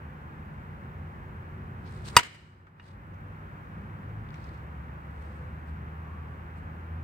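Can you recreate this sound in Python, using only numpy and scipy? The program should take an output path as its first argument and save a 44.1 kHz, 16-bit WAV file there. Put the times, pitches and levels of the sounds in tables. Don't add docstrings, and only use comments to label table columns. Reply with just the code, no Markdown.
import sys
import numpy as np
from scipy import signal
from scipy.fft import rfft, irfft
from scipy.io import wavfile
from scipy.ndimage import minimum_filter1d, map_coordinates

SR = 44100
rng = np.random.default_rng(int(sys.argv[2]) if len(sys.argv) > 2 else 0)


def inscribe(sig):
    pcm = np.round(np.clip(np.atleast_2d(sig).T, -1, 1) * 32767)
    wavfile.write(sys.argv[1], SR, pcm.astype(np.int16))


N = 310023
HIT_S = 2.1657


def bat(ring_db=-1.0, rise_s=0.00039, crack_db=-10.5, crack_t60=.038, snap_db=-11.5, snap_t60=.05):
    # f/Hz, level/dB
    crack_colour = [(50, -22), (120, -14), (260, -15), (400, -1), (700, -3.5), (1300, -0.5), (3000, -9.5),
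                    (8000, -22), (16000, -35.5)]
    snap_colour = [(500, -20.5), (2000, -5), (4200, -2.5), (6500, 0.5), (8600, 4.5), (10500, -6.5),
                   (16000, -2.5)]
    ring = from_db(ring_db) * barrel(HIT_S)
    crack = from_db(crack_db) * dying(HIT_S, crack_t60) * noise(crack_colour, channels=1)[0]
    snap = from_db(snap_db) * dying(HIT_S, snap_t60) * noise(snap_colour)
    return (two_mics(ring + crack, lead_ms=.031) + snap) * attack(HIT_S, rise_s)


def barrel(start):
    # f/Hz, level/dB, t60/s
    modes = [(470, -13, 0.035), (964, -1.5, .088), (1125, 1.5, .019), (1271, 3, 0.0229), (1472, -5, 0.028),
             (1908, -11, .07), (2020, -11, .05), (2460, -12.5, 0.055), (2560, -6.5, 0.036),
             (2610, -16.5, 0.03), (2834, -9, 0.083), (2895, -12.5, .08), (2840, -40.5, 0.8),
             (2930, -39, .65), (3730, -8.5, .036), (4710, -8.5, .05), (4862, -6.5, .05), (4877, -47, .6),
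             (5763, -10, .035), (6770, -14.5, .035), (7520, -15, 0.074), (8470, -8.5, 0.046),
             (8690, -15, .04), (9400, -14, 0.039)]
    age = np.arange(SR) / SR
    ringing = 0
    for k, (hz, db, t60) in enumerate(modes):
        decay = from_db(db) * np.exp(-np.log(1000) * age / t60)
        ringing += (-1) ** k * decay * np.sin(2 * np.pi * hz * age)
    return np.pad(ringing, (round(start * SR), N))[:N]


def thud(hz=110.0, t60=0.075, left_db=-12.0, right_db=-28.0):
    push = dying(HIT_S, t60) * np.sin(2 * np.pi * hz * (seconds() - HIT_S))
    return from_db([[left_db], [right_db]]) * push


def swish(db=-38.0, rise_s=.018):
    # f/Hz, level/dB
    air_colour = [(80, -5.5), (300, -0.5), (700, -1), (1400, -3), (2400, -11.5), (4000, -29.5),
                  (10000, -45)]
    until_hit = HIT_S - seconds()
    rush = (until_hit > 0) * np.exp(-np.abs(until_hit) / rise_s)
    return from_db(db) * rush * noise(air_colour, channels=1)


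def knock(start_s=2.7965, db=-34.5):
    # f/Hz, gain/dB
    soft_contact = [(300, -10), (1000, -11), (1800, -7), (2900, -2), (3800, -9), (4700, -30), (9000, -46)]
    return from_db(db) * coloured(barrel(start_s), soft_contact)


def field_echoes(tail_db=-27.5, tail_t60=0.74, build_s=0.033):
    # delay/s, spread/s, level/dB
    echoes = [(.009, .004, -16), (.021, .003, -18.5), (.029, .004, -13.5), (.042, .005, -23.5),
              (.069, .0035, -25), (.086, .008, -32.5), (0.104, 0.0044, -36.5), (.185, 0.0086, -41.5)]
    # f/Hz, level/dB
    echo_colour = [(100, -4.5), (450, -2.5), (750, -4), (1300, -0.5), (2000, 3.5), (3000, -3.5), (4000, -9),
                   (6000, -14), (8200, -11.5), (10500, -25.5), (15000, -29)]
    tail_colour = [(100, -2.5), (500, -3.5), (1000, -0.5), (1600, 1.5), (2200, 6), (2700, -4.5), (2950, 6),
                   (3400, -7), (4000, -3.5), (4650, -10.5), (4880, -4.5), (5150, -11.5), (6300, -15.5),
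                   (8300, -13.5), (10000, -27), (15000, -33.5)]
    age = np.maximum(seconds() - HIT_S, 0)
    slaps = (age > 0) * sum(from_db(db) * bump(HIT_S + delay, spread) for delay, spread, db in echoes)
    tail = from_db(tail_db) * dying(HIT_S, tail_t60) * (1 - np.exp(-(age / build_s) ** 2))
    return slaps * noise(echo_colour) + tail * noise(tail_colour)


def scuffs(grain_db=3.0, grain_hz=250):
    # peak t/s, spread/s, level/dB, share of grit/0-1
    strokes = [(1.872, 0.016, -65, 0), (1.95, .065, -64, .5), (2.078, .021, -48, .37),
               (2.16, 0.021, -53.5, 0.89), (2.868, 0.044, -59, 0.15), (4.362, .024, -66.5, .1),
               (4.442, 0.029, -65, .15), (4.54, .048, -68.5, 0.1), (5.285, .12, -72.5, .6),
               (5.688, .016, -72, .45), (6.578, .015, -75, .8)]
    # f/Hz, level/dB
    sole_colour = [(300, -9.5), (1200, 1.5), (2500, -2), (4200, 1), (6000, -9), (9000, -24.5), (16000, -39)]
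    grit_colour = [(1000, -9.5), (2500, -3.5), (4200, 0), (6300, -6.5), (8700, 0), (10500, -15.5),
                   (16000, -21.5)]
    rub, grit = 0, 0
    for peak_s, spread, db, share in strokes:
        stroke = from_db(db) * bump(peak_s, spread)
        rub += np.sqrt(1 - share) * stroke
        grit += np.sqrt(share) * stroke
    friction = rub * noise(sole_colour) + grit * noise(grit_colour)
    return friction * from_db(grain_db * drift(grain_hz))


def taps(relative_width=0.51, rise_s=0.00046):
    # t/s, level/dB, centre f/Hz, t60/s
    contacts = [(2.667, -40, 1402, 0.094), (2.797, -38, 1796, 0.036), (3.142, -65.5, 5000, .02),
                (4.289, -47, 2800, 0.011), (4.305, -46.5, 3650, 0.0075), (4.341, -44, 2200, 0.026),
                (4.3425, -47, 5310, 0.0064), (4.442, -45.5, 4720, 0.0076)]
    white = rng.standard_normal((2, N))
    out = 0
    for start, db, hz, t60 in contacts:
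        width_hz = relative_width * hz
        body = rms_one(resonance(resonance(white, hz, width_hz), hz, width_hz))
        out += from_db(db) * dying(start, t60) * attack(start, rise_s) * body
    return out


def wind(breeze_db=-45, eddy_db=-13.0, flutter_db=1.0):
    # f/Hz, level/dB
    rumble_colour = [(10, -34), (22, -24.5), (35, -14.5), (55, 2.5), (85, 2), (120, 1), (170, -3.5),
                     (215, -4.5), (280, -18.5), (380, -17.5), (600, -35), (1200, -53.5), (8000, -110)]
    # start t/s, length/s, rise/dB
    gusts = [(.15, 2.6, 2.0), (3.45, 1.2, 2.5)]
    gust_db = sum(db * swell(start, length) for start, length, db in gusts)
    strength = from_db(breeze_db + gust_db + flutter_db * drift(6.0))
    rumble = noise(rumble_colour, channels=1)
    eddies = from_db(eddy_db) * noise(rumble_colour)
    return strength * (rumble + eddies)


def traffic(start_db=-49, rise_db_per_s=0.1):
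    # f/Hz, level/dB
    road_colour = [(100, -3.5), (250, 4), (420, -1.5), (510, 0.5), (640, -3), (850, 2.33), (1150, 2.5),
                   (1400, 1.35), (1650, -0.9), (2200, -8.5), (2700, -14), (3300, -22), (4500, -33.5),
                   (7000, -46.5)]
    # lead of the left microphone/ms, level/dB
    bearings = [(-.38, -4), (0.47, -5.5), (-.28, -9.5), (.2, -9.5), (.05, -11.5)]
    roads = noise(road_colour, channels=len(bearings))
    wash = sum(from_db(db) * two_mics(road, lead_ms) for road, (lead_ms, db) in zip(roads, bearings))
    return from_db(start_db + rise_db_per_s * seconds()) * rms_one(wash)


def motors(throttle_s=.15, waver_db=1.13, waver_hz=.5):
    # start t/s, length/s, f/Hz, climb/(Hz/s), level/dB, swell/(dB/s)
    pulls = [(-.2, 7.5, 150.3, 1.25, -50, -0.31), (-.2, 0.86, 76.7, 1.4, -49, -2),
             (0.503, 3.6, 86.05, 3.03, -47.5, -0.04), (.9, 2.17, 366.7, 1.0, -62.5, 0.1),
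             (3.98, 0.36, 98, 41.3, -41, 4), (4.298, 3.0, 69.2, 5.2, -46.5, 1.5)]
    # start t/s, length/s, rise/dB
    surges = [(5.5, 0.51, 3.5), (6.447, .27, 2.5), (6.854, 0.16, 6.5)]
    tones = 0
    for start, length, hz, climb, db, db_per_s in pulls:
        age = np.clip(seconds() - start, 0, length)
        throttle = np.clip(np.minimum(age, length - age) / throttle_s, 0, 1)
        phase = 2 * np.pi * np.cumsum(hz + climb * age + waver_hz * drift(8)) / SR
        tones += throttle * from_db(db + db_per_s * age + waver_db * drift(9)) * np.sin(phase)
    surge_db = sum(db * swell(start, length) for start, length, db in surges)
    return np.sqrt(2) * tones * from_db(surge_db)


def whines():
    # start t/s, length/s, f/Hz, level/dB
    cues = [(5.152, 0.45, 517, -56.5), (5.949, 0.49, 1157, -60), (6.065, 0.11, 1113, -50.5)]
    out = 0
    for start, length, hz, db in cues:
        band = [(hz / 2, -60), (0.964 * hz, -15), (hz, 0), (1.013 * hz, -15), (2 * hz, -70)]
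        out += from_db(db) * swell(start, length) * noise(band, channels=1)
    return out


def hiss(db=-73.5):
    # f/Hz, level/dB
    hiss_colour = [(1000, 2), (4500, 1.5), (6500, 0), (8500, 0), (10000, -4), (12500, 0.5), (15500, 2.5)]
    return from_db(db) * noise(hiss_colour)


def from_db(db):
    return 10 ** (np.asarray(db) / 20)


def rms_one(x):
    return x / np.sqrt(np.mean(x ** 2) + 1e-20)


def seconds():
    return np.arange(N) / SR


def coloured(x, spectrum, size=2048):
    hz, db = np.transpose(spectrum)
    grid = np.maximum(np.fft.rfftfreq(4 * size, 1 / SR), 1)
    gain = from_db(np.interp(np.log(grid), np.log(hz), db))
    cepstrum = irfft(np.log(gain))
    folded = np.r_[cepstrum[0], 2 * cepstrum[1:2 * size]]
    response = irfft(np.exp(rfft(folded, len(cepstrum))))
    return signal.oaconvolve(np.atleast_2d(x), response[None], axes=1)[:, :x.shape[-1]]


def noise(spectrum, channels=2):
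    return rms_one(coloured(rng.standard_normal((channels, N)), spectrum))


def drift(rate_hz):
    knots = rng.standard_normal(2000)
    return np.interp(seconds() * rate_hz, np.arange(len(knots)), knots)


def resonance(x, hz, width_hz):
    r = np.exp(-np.pi * width_hz / SR)
    return signal.lfilter([1, 0, -1], [1, -2 * r * np.cos(2 * np.pi * hz / SR), r * r], x)


def attack(start, rise_s):
    return 1 - np.exp(-np.maximum(seconds() - start, 0) / rise_s)


def dying(start, t60):
    age = seconds() - start
    return (age >= 0) * np.exp(-np.log(1000) * np.clip(age / t60, 0, 10))


def swell(start, length):
    return np.sin(np.pi * np.clip((seconds() - start) / length, 0, 1))


def bump(peak_s, spread):
    return np.exp(-.5 * np.minimum(np.abs(seconds() - peak_s) / spread, 10) ** 2)


def two_mics(x, lead_ms):
    lag = lead_ms * SR / 1000
    return np.array([x, map_coordinates(x, [np.arange(N) - lag], order=3, mode="nearest")])


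def gain_control(x, threshold_db=-8.0, depth_db=12.0, attack_s=0.023, hold_s=0.55, release_s=0.24):
    peak_db = 20 * np.log10(np.abs(x).max(axis=0) + 1e-9)
    over_db = np.clip(peak_db - threshold_db, 1e-6, depth_db)
    hold = 2 * int(hold_s * SR / 2) + 1
    held_db = -minimum_filter1d(-over_db, hold, origin=hold // 2, mode="nearest")
    fall = seconds() / release_s
    released_db = np.exp(np.maximum.accumulate(np.log(held_db) + fall) - fall)
    pole = np.exp(-1 / (attack_s * SR))
    duck_db = signal.lfilter([1 - pole], [1, -pole], released_db)
    return x * from_db(-duck_db)


def scene():
    pan_left = from_db([[.5], [-.5]])
    batter = swish() + bat() * pan_left + thud() + knock() + scuffs() + taps()
    return batter + field_echoes() + wind() + traffic() + whines() + motors() + hiss()


def record(dry, ceiling=.89, low_cut_hz=36.0, top_cut_hz=15800):
    ducked = gain_control(dry)
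    clipped = ducked / (1 + (ducked / ceiling) ** 6) ** (1 / 6)
    low_cut = signal.butter(2, low_cut_hz, "high", fs=SR, output="sos")
    top_cut = signal.ellip(12, .1, 90, top_cut_hz, fs=SR, output="sos")
    return signal.sosfilt(top_cut, signal.sosfilt(low_cut, clipped))


dry = scene()
out = record(dry)
inscribe(out)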